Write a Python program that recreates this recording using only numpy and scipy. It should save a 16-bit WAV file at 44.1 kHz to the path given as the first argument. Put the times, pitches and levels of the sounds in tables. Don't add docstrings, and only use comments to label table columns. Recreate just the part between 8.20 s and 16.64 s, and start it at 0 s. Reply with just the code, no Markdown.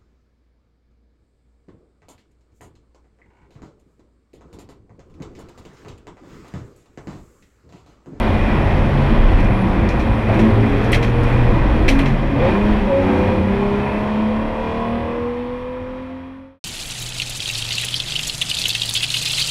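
import sys
import numpy as np
from scipy import signal
from scipy.fft import rfft, irfft
from scipy.io import wavfile
from scipy.ndimage import uniform_filter1d

SR = 44100
rng = np.random.default_rng(int(sys.argv[2]) if len(sys.argv) > 2 else 0)


def file_out(sig):
    cols = np.atleast_2d(sig).T
    lim = np.clip(cols, -1, 1)
    pcm = np.round(lim * 32767).astype(np.int16)
    wavfile.write(sys.argv[1], SR, pcm)


def invert_db(x):
    u = np.asarray(x, float) / 20
    return 10 ** u


N = 372204
T = np.arange(N) / SR


def level(x, db):
    return x * invert_db(db) / np.sqrt(np.mean(x ** 2))


def curves(table):
    t_s, *columns = np.transpose(table)
    return [np.interp(T, t_s, c) for c in columns]


def peaks(hz, modes):
    return np.sqrt(1 + sum(invert_db(2 * db) / (1 + (2 * (hz - f) / w) ** 2) for f, w, db in modes))


def walk(rate_hz):
    hold = int(SR / rate_hz)
    steps = np.repeat(rng.standard_normal(N // hold + 1), hold)
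    return 1.246 * uniform_filter1d(uniform_filter1d(steps, hold), hold)[:N]


def colour(x, spectrum, modes):
    hz = np.fft.rfftfreq(N, 1 / SR) + 1e-3
    f_hz, db = np.transpose(spectrum)
    gain = invert_db(np.interp(np.log(hz), np.log(f_hz), db, -90, -90)) * peaks(hz, modes)
    return level(irfft(rfft(x) * gain, N), 0)


def patchy(x, edges_hz, patch_db, rate_hz):
    spec, hz, common = rfft(x), np.fft.rfftfreq(N, 1 / SR), walk(rate_hz)
    out = np.zeros(N)
    for lo, hi in zip(edges_hz, edges_hz[1:]):
        band = irfft(spec * (hz >= lo) * (hz < hi), N)
        out += invert_db(patch_db * (walk(rate_hz) + common)) * band
    return out


def ring(x, modes):
    out, sign = 0, 1
    for f, w, db in modes:
        b, a = signal.iirpeak(f, f / w / 2.0, SR)
        out = out + sign * invert_db(db) * signal.lfilter(b, a, signal.lfilter(b, a, x))
        sign = -sign
    return out


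# start t/s, end t/s, order, level/dB
ORDER_SWELLS = [(0, .45, 8, -24.5), (1.22, 1.62, 10, -23), (1.47, 2.14, 3, -23.5), (2.12, 2.748, 22, -27.5),
                (2.19, 2.31, 12, -14), (2.15, 2.32, 18, -20), (2.32, 2.46, 6, -19), (2.34, 2.59, 15, -25.5),
                (2.59, 3.42, 24, -29.5), (1.4, 1.92, 18, -27.5), (3.69, 3.86, 12, -17),
                (4.1, 4.22, 12, -20), (4.2, 4.29, 18, -18), (4.14, 4.26, 5, -21.5), (2.37, 2.48, 12, -18),
                (4.69, 4.828, 18, -14), (4.8, 5.3, 16, -24), (4.95, 5.6, 7, -27), (5.55, 7.04, 14, -34.5),
                (5.88, 6.67, 19, -37), (5.94, 6.73, 26, -38), (4.33, 4.69, 6, -26), (6.04, 6.8, 17, -35),
                (6.21, 6.65, 24, -33.5), (7.85, 8.44, 2, -26), (6.7, 8.02, 24, -41), (4.7, 5.004, 9, -25),
                (7.15, 7.95, 23, -33.5), (3.4, 3.7, 15, -26), (8.18, 8.44, 12, -24)]


def bloom(order, t):
    out = 0
    for start, end, which, db in ORDER_SWELLS:
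        if round(which) == order:
            edge_s = 0.39 * (end - start)
            out = out + invert_db(db) * np.clip(np.minimum(t - start, end - t) / edge_s + 0.38, 0, 1)
    return out


# f/Hz, width/Hz, level/dB
EXHAUST_MODES = [(118.2, 16, -14.5), (140.3, 9.7, -16.5), (200.2, 21, -17), (216.8, 10.3, -13),
                 (233.4, 8, -16), (242.5, 14, -19), (265.3, 21, -13), (374.6, 40, -6.5), (405, 24, -5),
                 (456.7, 14, -6), (483.6, 17, -0.5), (506.6, 25, -2), (628, 79, 2.5), (694, 43, 4.5)]


def carried(hz):
    floor_db = -30.5
    power = sum(invert_db(2 * db) / (1 + (2 * (hz - f) / w) ** 2) ** 2 for f, w, db in EXHAUST_MODES)
    return np.sqrt(invert_db(2 * floor_db) + power)


HARMONIC_DB = (-1, -14, -28.5)
# t/s, level/dB
THROTTLE = [(0, -3.5), (.6, 0), (.95, 1), (1.15, -6), (1.4, -4.5), (1.75, -6), (2.15, 1), (2.6, -3.5),
            (3.3, 0.5), (3.62, -14), (3.85, 0.5), (4.12, -9), (4.27, -1.5), (4.52, -2.5), (4.68, -6),
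            (4.88, 0), (5.2, -1.5), (8.44, 1)]


def firing(turn, hz):
    throttle_db, out = curves(THROTTLE)[0], np.zeros(N)
    for k, db in enumerate(HARMONIC_DB, start=1):
        harmonic_db = db + throttle_db * (1 + 0.73 * (k - 1)) + 0.8 * walk(6)
        size = invert_db(harmonic_db) * carried(k * hz) + bloom(6 * k, T)
        out += size * invert_db(1.4 * walk(22)) * np.sin(k * turn + 6 * rng.random())
    return out


# f/Hz, width/Hz, level/dB
CABIN_MODES = [(96, 19, 12), (134.6, 3.3, 13), (192, 5.3, 12.5), (220, 12.6, 13.5), (282.4, 8.2, 8.5),
               (321, 15, 8.5), (386, 12, 6.5), (483, 8.2, -8.5), (512, 17, 9), (551, 9.7, 10),
               (596, 27, 4.5), (696, 9.5, 7.5), (765, 18, -9), (965, 10, 6.5), (980, 21, 7.5),
               (1067, 29, 9.5)]


def uneven(cycle, hz, load_db):
    slow, out = slice(None, None, 512), np.zeros(N)
    for order in range(1, 33):
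        if order in (6, 12, 18):
            continue
        db = -35 - 0.17 * order - 3 * (order % 2)
        drift = uniform_filter1d(rng.standard_normal(len(T[slow])), size=4) * 2.2
        size = peaks(order * hz[slow] / 6, CABIN_MODES) * invert_db(db - 9 + load_db[slow] + 4.1 * drift)
        size = size + invert_db(1.4 * drift) * bloom(order, T[slow])
        out += np.interp(T, T[slow], size) * np.sin(order * cycle + 6 * rng.random())
    return out


# f/Hz, level/dB per Hz
GAS_SPECTRUM = [(530, -4), (900, 0), (1000, -5), (1130, -3.5), (1300, -6.5), (1910, -7), (2260, -11),
                (2450, -12), (2820, -15), (3370, -18), (3790, -21.5), (5530, -34.5), (6220, -37.5),
                (11100, -50), (15100, -51.5)]
# f/Hz, width/Hz, level/dB
HOUSING_MODES = [(2050, 310, 0), (2420, 20, 11), (2460, 29, 7.5), (2606, 15, 9), (3286, 240, 1),
                 (5520, 430, 3.5), (8920, 550, 2), (11020, 760, 4)]


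def gas_noise(turn, cycle, hz, load_db):
    pattern = rng.standard_normal(512)
    place = (cycle / (2 * np.pi) % 1 * len(pattern)).astype(int)
    clatter = invert_db(load_db - 9) * pattern[place]
    puff = 1 + 0.1 * np.cos(turn) + 0.05 * np.cos(cycle)
    gas = colour(puff * rng.standard_normal(N) + clatter, GAS_SPECTRUM, HOUSING_MODES)
    gas = patchy(gas, (0, 1600, 2800, 5000, 8000, SR), 0.74, 8.3)
    hiss = signal.lfilter(*signal.butter(4, 9500, "high", fs=SR), gas)
    hiss_db = 1.9 * (load_db / 5 + hz / 200 - 9.5)
    return gas - hiss + hiss * invert_db(hiss_db)


# t/s, firing f/Hz
REVS = [(0, 165.1), (1.125, 131.5), (1.25, 118), (1.625, 110.3), (2.0, 108.5), (2.5, 111.3), (2.75, 115.6),
        (3.62, 124.5), (3.74, 136.9), (4.178, 139.3), (4.22, 171), (4.375, 201.5), (4.5, 211.8),
        (4.62, 204), (4.725, 180.5), (4.875, 186.6), (7.3, 247), (8.44, 271.5)]
# t/s, level/dB
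LOAD = [(0, -2.5), (.5, 3), (.75, -4.5), (2.05, -5.5), (2.12, -1.5), (2.3, -9.5), (2.7, 3), (3, -10.5),
        (3.5, -2.5), (4.15, -3), (4.25, 7), (4.5, -4.5), (4.7, -1.5), (5, 2.5), (5.9, 2.5), (6.8, 8.5),
        (7.25, 1), (8.44, 5.5)]


def engine(gas_db):
    (hz,), (load_db,) = curves(REVS), curves(LOAD)
    turn = 2 * np.pi * np.cumsum(hz * (1 + .003 * walk(25))) / SR
    cycle = turn / 6
    orders = firing(turn, hz) + uneven(cycle, hz, load_db)
    return np.sqrt(2) * orders + invert_db(gas_db + 2.0) * gas_noise(turn, cycle, hz, load_db)


# f/Hz, level/dB per Hz
ROAR_SPECTRUM = [(60, -6.5), (95, -7.5), (160, -8.5), (250, -6), (420, -10), (600, -14.5), (1000, -17.5),
                 (1400, -27.5), (2500, -36)]


def road(roar_db):
    softer = [(f, w, db - 3.0) for f, w, db in CABIN_MODES]
    roar = colour(rng.standard_normal(N), ROAR_SPECTRUM, softer)
    return invert_db(roar_db) * patchy(roar, (0, 110, 170, 250, 360, 520, 750, SR), 1.17, 7)


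# f/Hz, level/dB per Hz
WIND_SPECTRUM = [(12, -10), (22, -6), (31, 0.5), (45, -4.5), (70, -12.5), (100, -16), (160, -21.5)]
# t/s, level/dB
BUFFET = [(0.0, -28), (0.13, -22.5), (0.2, -18.5), (1.05, -13.5), (1.3, -14), (1.43, -23.5), (1.55, -17.5),
          (2.42, -23.5), (3.01, -15.5), (4.0, -19), (4.5, -20.5), (4.68, -21), (5, -32.5), (5.5, -27),
          (6, -30), (6.8, -28.5), (8.44, -28.5)]


def buffeting():
    flap = colour(rng.standard_normal(N), WIND_SPECTRUM, [(31.0, 1.9, 1.7), (58.3, 8.6, 3.9)])
    return invert_db(curves(BUFFET)[0]) * patchy(flap, (0, 42, 72, SR), 1.7, 4.95)


# t/s, level/dB
BOOM = [
    (0, -19),
    (.3, -25),
    (.6, -17.5),
    (1.3, -27.5),
    (2.2, -27.5),
    (4.55, -41.5),
    (4.65, -24),
    (5.2, -23.5),
    (5.4, -32.5),
    (7, -30),
]


def floor_pan():
    return invert_db(curves(BOOM)[0]) * level(ring(rng.standard_normal(N), [(88.5, 10.8, 0)]), 0)


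# t/s, clank level/dB, ring-down t60/s, tick level/dB, sizzle level/dB
SHIFTS = [(1.2, -35, .08, -44, -48), (1.24, -38, 0.093, -47, -50), (1.689, -40, 0.019, -26, -36),
          (1.696, -49, .16, -42, -54.5), (1.795, -28, 0.17, -43, -53), (2.14, -31, 0.15, -47, -49.5),
          (2.19, -22, 0.25, -41, -47.5), (2.638, -42, 0.16, -43, -50), (2.718, -27, 0.1, -32.5, -28),
          (2.728, -5, 0.089, -33, -41.5), (2.744, -14.5, 0.12, -32, -37), (2.825, -20.5, 0.26, -38, -45.5),
          (3.032, -37, .08, -41.5, -44), (3.68, -4, 0.052, -24, -31), (3.687, -12, .2, -30, -34),
          (3.787, -15, 0.13, -38, -39.5), (3.857, -22.5, 0.22, -40, -52)]
# f/Hz, width/Hz, level/dB
CLANK_MODES = [(1460, 230, -10.5), (2130, 670, 4.5), (2280, 535, 8.5), (2820, 460, -12.5), (3187, 140, 0.5),
               (4010, 250, -11.5)]
TICK_MODES = [(4030, 820, 2.5), (5600, 410, -0.5), (5950, 280, 0.5), (7020, 800, -8.5)]
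SIZZLE_MODES = [(8380, 560, 7.5), (10600, 2100, 2), (13500, 2200, -8.5)]


def linkage():
    drive = np.zeros((3, N))
    for s, clank_db, t60_s, tick_db, sizzle_db in SHIFTS:
        near = slice(int(s * SR), int((s + 0.34) * SR))
        age = T[near] - s
        shape = (1 - np.exp(-age / 0.00092)) * invert_db(-60 * age / max(t60_s, .01))
        drive[:, near] += shape * invert_db(np.array([[clank_db], [tick_db], [sizzle_db]]))
    knock = invert_db(25.0) * np.clip(np.diff(drive, prepend=0), 0, None)
    bounces = drive * rng.standard_normal((3, N)) * invert_db(0.94 * walk(300))
    clank, tick, sizzle = bounces + knock * rng.choice((-1, 1), N)
    return (invert_db(5.5) * ring(clank, CLANK_MODES) + invert_db(8) * ring(tick, TICK_MODES)
            + invert_db(-2) * ring(sizzle, SIZZLE_MODES))


# t/s, f/Hz, level/dB
SQUEAL = [
    (1.26, 10450, -85),
    (1.3, 10500, -62),
    (1.36, 10420, -58),
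    (1.42, 10400, -57),
    (1.47, 10400, -85),
]


def brake():
    hz, db = curves(SQUEAL)
    on = (T > SQUEAL[0][0]) & (T < SQUEAL[-1][0])
    return on * invert_db(db + 2.5 * walk(60)) * np.sin(2 * np.pi * np.cumsum(hz + 40 * walk(150)) / SR)


# t/s, level/dB
BUMPS = [
    (2.084, -19),
]
# f/Hz, width/Hz, level/dB
BUMP_MODES = [(560, 160, 2), (760, 200, -1.5), (1100, 270, -11)]


def bumps():
    attack_s, t60_s = 0.0033, 0.28
    shape = sum(np.clip((T - s) / attack_s, 0, 1) * invert_db(db - 60 * np.abs(T - s) / t60_s) for s, db in BUMPS)
    return shape * level(ring(rng.standard_normal(N), BUMP_MODES), 0)


# t/s, road roar level/dB, valve and gas noise level/dB
SHAKE = [(0, -17.5, -28), (.5, -20, -28.5), (1, -18, -27.5), (1.5, -20, -30), (2.07, -21, -30),
         (2.1, -16, -28), (2.3, -17.5, -27.5), (2.55, -20, -29), (2.8, -20.5, -28), (3.7, -19, -28),
         (4.15, -23.5, -32.5), (4.3, -20, -28), (4.72, -22, -30.5), (5, -22, -28.5), (5.5, -23.5, -29),
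         (6.85, -29, -30.5), (7.4, -33, -28.5), (8.3, -31, -27.5)]


def scene():
    roar_db, gas_db = curves(SHAKE)
    mix = engine(gas_db) + road(roar_db) + buffeting() + floor_pan() + linkage() + brake() + bumps()
    return mix[None]


def band_limit(x):
    return signal.sosfilt(signal.butter(12, 15220, fs=SR, output="sos"), x)


# start t/s, end t/s
FADE_S = (4.59, 8.394)


def record(dry):
    faded = 0.93 * np.tanh(dry / 0.93) * np.interp(T, FADE_S, (1, 0))
    cut = signal.sosfilt(signal.ellip(8, .2, 40, 15300, fs=SR, output="sos"), faded)
    return band_limit(cut)


dry = scene()
out = record(dry)
file_out(out)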